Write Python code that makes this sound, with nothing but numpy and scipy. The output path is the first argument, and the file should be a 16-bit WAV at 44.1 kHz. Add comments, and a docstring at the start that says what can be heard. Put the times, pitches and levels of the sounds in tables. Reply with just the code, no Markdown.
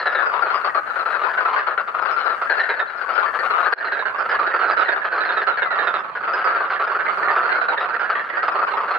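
"""A pond bank: a frog chorus close to a small stereo microphone.
Each croak note is a slowing run of throat clicks that ring sac and body; near frogs stand out,
many farther ones fill the gaps. Rumble, light wind and thin hiss are shaped noise, a bird's whistles
gliding sines, a far engine five overtones. The sound breaks off once, with a click, and fades back in
from another spot on the bank; a faint tick follows. Click and tick are noise bursts."""
import sys
import numpy as np
from scipy import signal
from scipy.fft import rfft, irfft, next_fast_len
from scipy.io import wavfile
from scipy.ndimage import uniform_filter1d, minimum_filter1d, map_coordinates

SR = 44100
rng = np.random.default_rng(int(sys.argv[2]) if len(sys.argv) > 2 else 0)


def gain_from_decibels(decibels):
    """Convert decibel values to linear amplitude factors."""
    exponent = np.asarray(decibels, float) / 20
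    return 10 ** exponent


def transcribe(signal):
    """Save signal, clipped to [-1, 1], as a 16-bit WAV file at the path in sys.argv[1]."""
    frames = np.atleast_2d(signal).T
    limited = np.clip(frames, -1, 1)
    pcm = np.round(limited * 32767).astype(np.int16)
    wavfile.write(sys.argv[1], SR, pcm)


N = 396018

# the drop and the fade back; row 1 starts the second spot: t/s, gain/dB
BREAK_GAIN = [(3.738, 0), (3.7392, -21), (3.748, -23), (3.753, -36), (3.765, -20), (3.79, -3), (3.85, 0)]


def unit(x):
    """x at rms 1."""
    return x / np.sqrt(np.mean(x ** 2) + 1e-20)


def along(points, hz):
    """(Hz, value) points interpolated on a log frequency axis."""
    f, v = np.transpose(points)
    return np.interp(np.log(hz + 1), np.log(f + 1), v)


def curves(rows):
    """One value per sample for each column after the time."""
    s, *cols = np.transpose(rows)
    return [np.interp(np.arange(N) / SR, s, c) for c in cols]


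def wobble(rate_hz):
    """Smooth random curve, rate_hz knots a second."""
    knots = rng.standard_normal(int(N * rate_hz / SR) + 4)
    return map_coordinates(knots, [np.arange(N) * rate_hz / SR])


def noise(spectrum, alike):
    """Coloured stereo noise of rms 1; alike is the left-right correlation."""
    m = next_fast_len(N)
    gain = gain_from_decibels(along(spectrum, np.fft.rfftfreq(m, 1 / SR)))
    a, b = irfft(rfft(rng.standard_normal((2, m))) * gain, m)[:, :N]
    u = np.arccos(np.clip(alike, -1, 1)) / 2
    left = np.cos(u) * a + np.sin(u) * b
    right = np.cos(u) * a - np.sin(u) * b
    return unit(np.array([left, right]))


def rumble():
    """Distant rumble: low noise almost alike in both ports."""
    # rumble spectrum: f/Hz, relative density/dB
    rumble_shape = [(15, -50.5), (60, -22.5), (108, -8.5), (173, -3), (246, -1.5), (300, -0.5),
                    (390, -35.5), (660, -120)]
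    return noise(rumble_shape, alike=.98)


def wind():
    """Light wind buffeting the ports: low noise with a lumpy level."""
    # buffeting spectrum: f/Hz, relative density/dB
    buffet_shape = [(12, -27), (22, -2), (70, 6), (130, -9.5), (300, -120)]
    against_rumble_db = -14.5
    return noise(buffet_shape, alike=.75) * gain_from_decibels(against_rumble_db + 4 * wobble(9))


def hiss():
    """Thin high noise whose level flickers."""
    # hiss spectrum: f/Hz, relative density/dB
    hiss_shape = [(4500, -30), (5600, 3), (7000, 0), (10500, -1), (12000, -6), (12800, -9), (14500, -9),
                  (15100, -14), (15700, -18), (16000, -60)]
    return noise(hiss_shape, alike=.5) * gain_from_decibels(1.5 * wobble(16))


def whine():
    """Faint narrow high noise band, present at the first spot only."""
    # whine spectrum: f/Hz, relative density/dB
    whine_shape = [(11800, -60), (12250, 0), (12500, 0), (12900, -60)]
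    against_hiss_db = -14
    first_spot = np.arange(N) / SR < BREAK_GAIN[1][0]
    return gain_from_decibels(against_hiss_db) * noise(whine_shape, alike=.8) * first_spot


def drone():
    """Far engine: only its middle overtones, 5 to 9, rise over the rumble."""
    # engine: t/s, firing rate f/Hz, level of each overtone/dB
    engine = [(3.8, 24, -80), (5.2, 26.4, -66.5), (6, 27.6, -61), (6.6, 25.7, -65.5), (7.3, 27.5, -63),
              (8.2, 31.6, -63), (8.98, 33, -67)]
    rate_hz, db = curves(engine)
    turn = 2 * np.pi * np.cumsum(rate_hz) / SR
    return gain_from_decibels(db) * sum(np.sin(k * turn + 2 * np.pi * rng.random()) for k in range(5, 10))


def air():
    """Rumble and wind follow one level curve, hiss and whine another; the drone adds."""
    # background levels: t/s, rumble level/dB, hiss level/dB
    air_levels = [(0.0, -58.5, -72), (1.28, -58.5, -66), (1.67, -61.5, -75), (2.37, -57.5, -67),
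                  (2.87, -63, -74), (3.5, -55.5, -63.5), (3.83, -63, -77), (4.32, -56, -71),
                  (5.63, -65, -81), (6.0, -60, -75), (6.85, -62, -76.5), (7.2, -55, -67),
                  (7.6, -66.5, -79.5), (8.98, -58, -71)]
    rumble_db, hiss_db = curves(air_levels)
    return gain_from_decibels(rumble_db) * (rumble() + wind()) + gain_from_decibels(hiss_db) * (hiss() + whine()) + drone()


def clicks():
    """The click of the cut, then a faint tick: bursts of differenced noise with an 8 ms t60."""
    # row 0 the click of the cut, row 1 the faint tick: t/s, level/dB
    bursts = [(3.737, -43.5), (4.7008, -48)]
    out, t = np.zeros((2, N)), np.arange(400) / SR
    pan = gain_from_decibels(np.array([[-2.5], [2.5]]))
    for s, db in bursts:
        burst = np.diff(rng.standard_normal(len(t) + 1))
        out[:, round(s * SR):][:, :len(t)] += gain_from_decibels(db - 60 * t / .008) * burst * pan
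    return out


def bird():
    """Thin whistles with soft ends; pitch glides on a parabola through three values."""
    # whistles: start t/s, end t/s, first f/Hz, middle f/Hz, last f/Hz, level/dB
    whistles = [(5.57, 5.81, 2350, 1985, 1880, -34.5), (7.495, 7.585, 1960, 2070, 2230, -32.5),
                (8.345, 8.435, 1800, 1850, 1990, -31), (8.75, 8.805, 1850, 1870, 1930, -36)]
    t, out = np.arange(N) / SR, np.zeros(N)
    for start, end, first_hz, middle_hz, last_hz, db in whistles:
        u = np.clip((t - start) / (end - start), 0, 1)
        hz = first_hz * (1 - u) * (1 - 2 * u) + middle_hz * 4 * u * (1 - u) + last_hz * u * (2 * u - 1)
        swell = np.sin(np.pi * u) ** .43
        out += swell * gain_from_decibels(db) * np.sqrt(2) * np.sin(2 * np.pi * np.cumsum(hz) / SR)
    return out * gain_from_decibels(np.array([[.8], [-.8]]))


def bank(x):
    """Diffuse echo off water and plants: decaying noise, different in each port."""
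    # echo decay: f/Hz, t60/s
    bank_t60 = [(300, 0.67), (1500, 1), (5000, 0.05)]
    hz, t, z = signal.stft(rng.standard_normal((2, SR // 4)), SR, nperseg=256)
    decay = gain_from_decibels(-60 * t / along(bank_t60, hz)[:, None])
    tail = signal.istft(z * decay, SR, nperseg=256)[1]
    return signal.fftconvolve(x, tail / np.linalg.norm(tail[0]), axes=1)[:, :N]


def croaks(notes, first_s, slowing, jitter, scatter_db, blur, upper_t60, count=12):
    """Stereo sum of notes: every click rings the sac, its lower partner, the upper ring and the body."""
    # rings of throat and body: f/Hz, level/dB, t60/s
    body_rings = [(393, -22, 0.02), (552, -19.5, 0.028), (700, -22.5, 0.054), (955, -15.5, 0.026),
                  (1879, -10, 0.0063), (2576, -28, 0.043), (3090, -25, 0.0069), (3600, -30, 0.0072),
                  (4900, -40.5, 0.019)]
    sac_level_db, upper_gain_db, phase_scatter_rad = -3.5, 5, .65
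    s, db, sac_hz, top_hz, top_db, pan_db, length = np.transpose(notes)[:, :, None]
    draw = rng.standard_normal((len(notes), count, 39))

    # the clicks slow down
    gaps = first_s * np.exp(slowing * np.arange(count) + jitter * draw[..., 0])
    since = np.cumsum(gaps, axis=1) - gaps[:, :1]
    # firm start, level middle, fading end
    swell_db = 1.5 * np.exp(-since / .008) - 9 * (since / np.clip(length, .012, .08)) ** 2.3
    size_db = db + swell_db + scatter_db * draw[..., 1]

    modes = [(sac_hz, sac_level_db, .024, .008), (.86 * sac_hz, sac_level_db - 10, .013, .05)]
    # the upper ring builds up, then sinks and fades as the sac empties
    upper_hz = top_hz * (1.035 - 1.4 * since)
    upper_db = top_db + upper_gain_db - 3 * np.exp(-since / .004) - 90 * since
    modes.append((upper_hz, upper_db, upper_t60, blur))
    build = np.exp(.08 * draw[:, :1, 2])  # body size, drawn per note
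    # a strong upper ring goes with a wider spectrum at both ends
    open_db = .26 * np.clip(top_db + 29, -10, 10)
    for hz, level_db, t60 in body_rings:
        tilt_db = -.0037 * hz * (since - .02)  # first clicks are the brightest
        spread_db = open_db * abs(np.log(hz / 1000))
        modes.append((hz * build, level_db + tilt_db + spread_db, t60, .04))

    t = np.arange(520, dtype=np.float32) / SR
    ring = 0
    for k, (hz, level_db, t60, spread) in enumerate(modes):
        hz = (hz * np.exp(spread * draw[..., 3 + k])).astype(np.float32)[..., None]
        size = gain_from_decibels(size_db + level_db + 1.1 * draw[..., 15 + k]).astype(np.float32)[..., None]
        phase = (np.pi * k + phase_scatter_rad * draw[..., 27 + k, None]).astype(np.float32)
        decay = gain_from_decibels(-60 * t / t60).astype(np.float32)
        ring = ring + size * np.sin(np.float32(2 * np.pi) * hz * t + phase) * decay
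    ring *= (1 - np.exp(-t / .0003)) ** 2  # soft tissue takes a cycle to start

    out = []
    for side in (1, -1):
        # the nearer port hears it first
        start = np.round((s - .002 + since) * SR - side * .22 * pan_db).astype(int)
        index = np.clip(start[..., None] + np.arange(len(t)), -1, N) % (N + 1)
        heard = ring * gain_from_decibels(side * pan_db / 2)[..., None]
        out.append(np.bincount(index.ravel(), heard.ravel(), N + 1)[:N])
    return np.array(out)


def far_frogs(count=400):
    """Random crowd of notes spread around the pond, on a set level curve."""
    # farther frogs: t/s, level/dB, left-right/dB, sac f/Hz of those calling
    crowd_curve = [(0.0, -23, 3, 1520), (0.4, -24, 7.5, 1210), (0.92, -28.5, 1, 1432), (1.2, -24, 7, 1305),
                   (1.6, -20, 2, 1307), (1.75, -30, 4.5, 1398), (2.05, -23, 6.5, 1276),
                   (2.7, -25, 4.5, 1531), (2.95, -24.5, 9, 1420), (3.6, -23.5, 6, 1287),
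                   (3.78, -19, -1.5, 1576), (4.08, -32, -6.5, 1386), (4.25, -20, -3.5, 1254),
                   (4.58, -20.5, -5.5, 1485), (5.63, -25, 2.5, 1412), (5.88, -25.5, -8.5, 1433),
                   (6.13, -28, -3, 1292), (6.48, -24, 2, 1393), (7.6, -21.5, -4.0, 1376),
                   (8.3, -25, -1, 1447), (8.6, -21.5, -3, 1169), (8.98, -27, -8, 1281)]
    level_db, pan_db, sac_hz = curves(crowd_curve)
    draw = rng.standard_normal((count, 5))
    s = (np.arange(count) + rng.random(count)) * N / SR / count
    pitch_hz = sac_hz[(s * SR).astype(int)] * np.exp(.12 * draw[:, 1])
    upper_hz = 4300 * np.exp(.061 * draw[:, 2])
    upper_db = -28 + .94 * draw[:, 3]
    notes = np.transpose([s - .03, .35 * draw[:, 0], pitch_hz, upper_hz, upper_db,
                          6 * draw[:, 4], np.full(count, .045)])
    crowd = croaks(notes, first_s=.0042, slowing=.065, jitter=.15, scatter_db=2, blur=.02, upper_t60=.009)
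    return unit(crowd) * gain_from_decibels(level_db + np.array([pan_db, -pan_db]) / 2)


def in_step(near):
    """Gain for the crowd: it keeps time with the near frogs and hushes in their clear gaps."""
    share, smooth_s, noticed_db, range_db = .65, .011, 4.5, 12
    power = np.abs(uniform_filter1d((near ** 2).mean(axis=0), size=round(smooth_s * SR))) + 1e-9
    swing_db = 10 * np.log10(power / np.abs(uniform_filter1d(power, size=SR // 3)))
    return gain_from_decibels(share * np.clip(swing_db + noticed_db, -range_db, 0))


def near_frogs():
    """Single notes of the near frogs, each with its own sac, place, strength and length."""
    # notes: t/s, level/dB, sac f/Hz, upper ring f/Hz, upper ring re sac/dB (before croaks' offsets),
    # left-right/dB, length/s (held to 0.012-0.08)
    near_notes = [(0.0615, -9.5, 1720, 3930, -22, 2.5, 0.067), (0.1505, -8, 1712, 3780, -21.5, 2.5, 0.075),
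                  (0.2179, -19, 1400, 3900, -30.5, 24.5, 0.056), (0.34, -14.5, 1310, 3660, -34, 15.5, 0.14),
                  (0.4239, -9.5, 1360, 4420, -29.5, 9.5, 0.062),
                  (0.4643, -12.5, 1430, 4100, -32, 2.5, 0.028),
                  (0.504, -12.5, 1375, 4160, -26.5, 10.5, 0.038), (0.5464, -10, 1196, 4800, -26, 8, 0.049),
                  (0.615, -22.5, 1385, 4120, -27.5, 13, 0.04), (0.6483, -8.5, 1165, 4440, -26, 9, 0.04),
                  (0.6699, -12, 1215, 4350, -40, 13.5, 0.032), (0.703, -29.5, 1060, 4150, -26, 14, 0.027),
                  (0.749, -9, 1223, 4160, -28.5, 8.5, 0.03), (0.7757, -10.5, 1260, 4160, -32, 14, 0.024),
                  (0.8687, -22, 1710, 4030, -28, 7.5, 0.076), (0.902, -21.5, 1325, 3900, -28, 19.5, 0.077),
                  (0.963, -14, 1386, 4320, -35, 10, 0.079), (0.9933, -12, 1290, 4020, -26, 10.5, 0.035),
                  (1.06, -12.5, 1337, 4000, -29.5, 7, 0.071), (1.1085, -17.5, 1210, 3980, -24, 3.5, 0.043),
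                  (1.1433, -15, 1390, 3880, -27, 9, 0.041), (1.197, -25.5, 1430, 4100, -34, 19, 0.06),
                  (1.2247, -21, 1370, 3740, -22, 4.5, 0.097), (1.3783, -11, 1490, 4600, -41.5, 8, 0.033),
                  (1.4124, -14, 1060, 4480, -36, 4.5, 0.025), (1.4555, -12, 1340, 4430, -47, 14.5, 0.019),
                  (1.482, -15, 1000, 4070, -28.5, 9, 0.04), (1.533, -18, 1290, 4100, -44, 15, 0.023),
                  (1.5647, -14.5, 1540, 4420, -30, 14.5, 0.19), (1.6726, -9.5, 1270, 4140, -32, 5, 0.06),
                  (1.715, -17, 1310, 3980, -32, 7.5, 0.035), (1.779, -7.5, 1433, 4050, -34.5, 5.5, 0.032),
                  (1.8816, -21, 1190, 3800, -38, 19, 0.032), (1.9505, -18, 1275, 3600, -38, 14, 0.049),
                  (1.9849, -23.5, 1335, 4050, -34, 6, 0.021), (2.0218, -15.5, 1283, 4020, -36, 10, 0.05),
                  (2.0827, -15.5, 1330, 4020, -28.5, 14.5, 0.047),
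                  (2.115, -20.5, 1316, 5070, -23, 11, 0.065), (2.165, -22, 1360, 4010, -26, 20.5, 0.04),
                  (2.2006, -21.5, 1500, 4050, -17, 9.5, 0.096),
                  (2.261, -12.5, 1310, 3950, -27.5, 14.5, 0.039), (2.299, -14.5, 1340, 4040, -24, 8, 0.061),
                  (2.419, -13, 1365, 4320, -33, 2, 0.055), (2.501, -5.5, 1618, 4160, -26, 5, 0.045),
                  (2.5715, -16.5, 1376, 4180, -23.5, 8, 0.092), (2.636, -14.5, 1810, 4070, -25, 6.5, 0.042),
                  (2.693, -7, 1600, 3920, -23.5, 2, 0.05), (2.766, -22, 1280, 4220, -21, 4.5, 0.025),
                  (2.7967, -10.5, 1773, 3650, -21, -2.5, 0.031), (2.8753, -38, 1420, 4000, -5, 3.5, 0.057),
                  (2.978, -31.5, 1420, 4200, -16, 9, 0.039), (3.016, -18, 1370, 4400, -26, 8, 0.035),
                  (3.0934, -15.5, 1390, 4340, -27.5, 5.5, 0.058), (3.1804, -9, 1430, 4100, -34, 15, 0.032),
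                  (3.216, -18, 1285, 3600, -36, -5.5, 0.047), (3.261, -13.5, 1730, 4480, -31, 4.5, 0.051),
                  (3.343, -16, 1190, 3730, -37, 7, 0.058), (3.391, -12.5, 1820, 4360, -22, 8, 0.027),
                  (3.429, -13, 1260, 4400, -32, 5.5, 0.083), (3.506, -11, 1360, 4040, -28, 13.5, 0.03),
                  (3.54, -16, 1280, 3720, -40, 25.5, 0.081), (3.5845, -11, 1300, 3840, -32, 7.5, 0.054),
                  (3.6306, -11.5, 1254, 3910, -27, 6.5, 0.064), (3.66, -9, 1634, 4180, -27, 3, 0.017),
                  (3.729, -7.5, 1630, 4250, -21.5, 8, 0.031), (3.7808, -24, 1710, 4140, -12.5, -2.5, 0.021),
                  (3.8138, -21, 1570, 4500, -35, -15, 0.015), (3.851, -16, 1507, 4100, -16.5, -1, 0.044),
                  (3.923, -12, 1620, 3930, -22, -3.5, 0.049),
                  (3.9747, -10.5, 1584, 3720, -39.5, -2.5, 0.012),
                  (3.9935, -12, 1640, 3800, -21, -5, 0.034), (4.026, -15, 1070, 4200, -38.5, -9.5, 0.015),
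                  (4.0127, -27.5, 1670, 3850, -33, 7, 0.006), (4.0567, -11, 1538, 4200, -33, -7, 0.057),
                  (4.147, -13.5, 1105, 4400, -51, -11, 0.019), (4.186, -14, 1250, 5000, -31, 1, 0.045),
                  (4.2966, -13.5, 1690, 4860, -26.5, 1, 0.074), (4.3485, -13.5, 1170, 4370, -24, 6, 0.02),
                  (4.396, -11, 1230, 3940, -29, -1, 0.058), (4.4714, -18.5, 1410, 3870, -22.5, 9, 0.056),
                  (4.541, -9, 1350, 4480, -32, -2.5, 0.037), (4.596, -13, 1350, 4220, -28, -4, 0.13),
                  (4.6354, -11, 1542, 4200, -27, -3, 0.069), (4.6897, -9, 1280, 4000, -24, -3, 0.035),
                  (4.712, -12, 1610, 4710, -23.5, -2, 0.036), (4.774, -11, 1420, 3930, -25.5, -0.5, 0.06),
                  (4.808, -13, 1360, 3730, -20, -2.5, 0.035), (4.851, -21, 1570, 4020, -17, 0.5, 0.049),
                  (4.8877, -8, 1546, 3670, -25, -10, 0.029), (4.9213, -6.5, 1623, 4330, -28, -3.5, 0.017),
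                  (4.9621, -16, 1240, 3570, -26.5, 0, 0.027), (4.999, -39, 1300, 3360, -29.5, 5, 0.029),
                  (5.051, -11, 1274, 4380, -43, 1.5, 0.028), (5.1215, -12, 1454, 4200, -26.5, -3.5, 0.057),
                  (5.1811, -9.5, 1273, 4160, -27.5, -1, 0.031),
                  (5.2086, -11.5, 1645, 3900, -19.5, -9, 0.037),
                  (5.254, -12.5, 1550, 4100, -21.5, -0.5, 0.094),
                  (5.293, -13.5, 1596, 3640, -20, -9, 0.036), (5.321, -13, 1580, 4130, -22, -2.5, 0.046),
                  (5.3722, -8.5, 1335, 3760, -22.5, -4.5, 0.049),
                  (5.4188, -8.5, 1680, 4050, -31, -0.5, 0.022), (5.4744, -7, 1386, 4100, -27, -10, 0.049),
                  (5.5278, -23.5, 1240, 3720, -17.5, 2, 0.046), (5.575, -15, 1690, 4160, -24.5, -4.5, 0.03),
                  (5.6223, -8, 1615, 3660, -25, -7, 0.029), (5.709, -12.5, 1366, 3900, -25, -9.5, 0.062),
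                  (5.7563, -11.5, 1210, 4500, -35, -3, 0.048),
                  (5.7885, -12.5, 1720, 3720, -21, -8.5, 0.045), (5.829, -10.5, 1170, 3900, -27, -3, 0.032),
                  (5.8735, -6, 1380, 3640, -23.5, -5, 0.04), (5.9425, -9.5, 1274, 3750, -25.5, -5, 0.066),
                  (5.9857, -17, 1130, 3450, -22, 3, 0.02), (6.045, -26, 1290, 3680, -31, -10, 0.037),
                  (6.083, -23, 1260, 4200, -34, 2, 0.038), (6.1574, -15.5, 1596, 4640, -40, -2, 0.034),
                  (6.21, -18.5, 1280, 4430, -33, -6.5, 0.042), (6.238, -19.5, 1445, 3550, -54, 9.5, 0.038),
                  (6.2781, -10, 1266, 4630, -32.5, 2.5, 0.06), (6.3375, -10, 1597, 4900, -25, -5.5, 0.029),
                  (6.3694, -9, 1290, 4750, -33, -0.5, 0.071), (6.4448, -9, 1284, 4700, -26.5, -6, 0.059),
                  (6.475, -7, 1270, 4500, -33, 2, 0.015), (6.5027, -13.5, 1230, 4700, -31, -10, 0.055),
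                  (6.551, -8.5, 1340, 4460, -32.5, -1.5, 0.046),
                  (6.6063, -11.5, 1190, 4280, -30, -4, 0.026), (6.642, -17, 1200, 4230, -35, -1.5, 0.062),
                  (6.7052, -12, 1203, 4130, -29, 0.5, 0.07), (6.7442, -16.5, 1230, 4100, -30, -11, 0.011),
                  (6.7992, -8, 1220, 3890, -32, -3.5, 0.043), (6.842, -14.5, 1310, 4730, -29, -3, 0.016),
                  (6.8755, -12.5, 1620, 4880, -34, -2, 0.014), (6.9012, -14.5, 1474, 4500, -33, -10, 0.042),
                  (6.952, -8, 1340, 4460, -39, -2.5, 0.02), (6.9917, -11.5, 1543, 3670, -40, -6, 0.039),
                  (7.0494, -20, 1240, 4050, -33, 0, 0.059), (7.0866, -12.5, 1237, 4400, -36, -14.5, 0.029),
                  (7.119, -22, 1120, 4400, -23, 2, 0.061), (7.1784, -15, 1210, 4600, -33, -6.5, 0.059),
                  (7.2193, -13, 1265, 4370, -34, 4, 0.027), (7.2443, -16, 1174, 4070, -26.5, 6, 0.054),
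                  (7.277, -6.5, 1236, 4020, -37, -2.0, 0.039), (7.3093, -7, 1210, 4460, -33, -2.5, 0.051),
                  (7.3653, -6.5, 1300, 3600, -38, -0.5, 0.15), (7.431, -12, 1450, 4200, -29.5, -11, 0.045),
                  (7.4619, -11.5, 1320, 4400, -28.5, -4.5, 0.067),
                  (7.513, -11, 1584, 4130, -23.5, -4.5, 0.069),
                  (7.558, -16.5, 1355, 4180, -23, -0.5, 0.063),
                  (7.6101, -19.5, 1480, 3930, -19, -0.5, 0.061), (7.686, -9, 1424, 3910, -25, 4, 0.052),
                  (7.735, -25, 1315, 3500, -24, -11.5, 0.015),
                  (7.778, -17.5, 1725, 3600, -18.5, -12.5, 0.026),
                  (7.8084, -10, 1290, 3760, -26, -0.5, 0.051), (7.887, -23, 1320, 4130, -27, 7.5, 0.15),
                  (7.944, -17, 1290, 4260, -31, -5.5, 0.04), (7.9974, -10.5, 1517, 4870, -38, -4, 0.037),
                  (8.0446, -16, 1640, 4600, -33, -5, 0.11), (8.102, -7, 1290, 4440, -32.5, 1.5, 0.034),
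                  (8.1554, -14, 1200, 4200, -31, 1.5, 0.071), (8.242, -24, 1250, 4720, -40, -1, 0.025),
                  (8.2916, -24.5, 1250, 3320, -21, -1, 0.038), (8.3374, -15.5, 1230, 4200, -44, 1.5, 0.075),
                  (8.4314, -11.5, 1285, 4160, -32, 1.5, 0.058), (8.483, 0, 1235, 4680, -36, -3, 0.0084),
                  (8.521, -15, 1390, 4920, -29, 5, 0.027), (8.5526, -11.5, 1280, 4300, -34, -2, 0.044),
                  (8.5914, -10.5, 1220, 4270, -30, -5, 0.013), (8.6193, -8.5, 1290, 4300, -44, 2, 0.027),
                  (8.6757, -15.5, 1106, 4150, -35.5, -15, 0.024),
                  (8.7103, -13.5, 1230, 4030, -28.5, -6, 0.048), (8.776, -8, 1270, 4360, -44, 5.5, 0.015),
                  (8.8034, -14, 1180, 4200, -37, -4.5, 0.029), (8.8383, -12.5, 1270, 4100, -40, 2, 0.074),
                  (8.8857, -26.5, 1265, 3740, -35, -16, 0.017), (8.9095, -8, 1247, 4150, -28, 2, 0.027),
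                  (8.9421, -10, 1367, 4140, -30.5, -3.5, 0.046), (-.02, -15, 1690, 4270, -14, 3, 0.11),
                  (.26, -21.5, 1270, 4740, -29.5, 17, 0.069), (.3, -18.5, 1330, 4600, -30, 13.5, 0.061),
                  (1.29, -19, 1465, 4130, -45, 8.5, 0.1), (2.597, -8.5, 1790, 4010, -21.5, 1.5, 0.037),
                  (3.14, -22, 1434, 4900, -17, 6.5, 0.069), (4.245, -25, 1420, 4550, -37, -5, 0.087),
                  (5.661, -17, 1370, 3800, -27, -4, 0.023)]
    return croaks(near_notes, first_s=.0042, slowing=.075, jitter=.06, scatter_db=1.7, blur=.009,
                  upper_t60=.02)


def sac_band(x, low_hz, high_hz):
    """The band that the sacs radiate."""
    sos = signal.butter(5, [low_hz, high_hz], "bandpass", fs=SR, output="sos")
    return signal.sosfilt(sos, x)


def port_width(x):
    """Close ports differ little in the bass: the side signal is shaped by frequency."""
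    # stereo width: f/Hz, side gain/dB
    side_gain = [(150, -16), (400, -10), (800, -2), (1500, 2.5), (3000, 1)]
    left, right = x
    m = next_fast_len(N)
    gain = gain_from_decibels(along(side_gain, np.fft.rfftfreq(m, 1 / SR)))
    side = irfft(rfft((left - right) / 2, m) * gain, m)[:N]
    return (left + right) / 2 + np.array([side, -side])


def scene():
    """Frogs and bird with their echo, clicks and air."""
    near = near_frogs()
    frogs = near + in_step(near) * far_frogs()
    # the band reaches a little deeper at the second spot
    first_spot = np.arange(N) / SR < BREAK_GAIN[1][0]
    voiced = np.where(first_spot, sac_band(frogs, 372, 5200), sac_band(frogs, 325, 5010))
    whistle = bird()
    echo = gain_from_decibels(-17.5) * bank(voiced + .5 * whistle)
    return port_width(voiced + whistle + echo) + clicks() + air()


def limited(x, top):
    """Gain control that looks ahead and turns the loudest clicks down."""
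    need = np.minimum(1, top / (np.abs(x).max(axis=0) + 1e-9))
    return x * uniform_filter1d(minimum_filter1d(need, size=401), size=201)


def band_limit(x):
    """A steep low-pass at the top of the band."""
    return signal.sosfilt(signal.butter(12, 15720, fs=SR, output="sos"), x)


def record(dry):
    """The sound is limited, drops abruptly once, then fades back."""
    level = limited(dry, top=.7)
    return band_limit(level * gain_from_decibels(curves(BREAK_GAIN)[0]))


dry = scene()
out = record(dry)
transcribe(out)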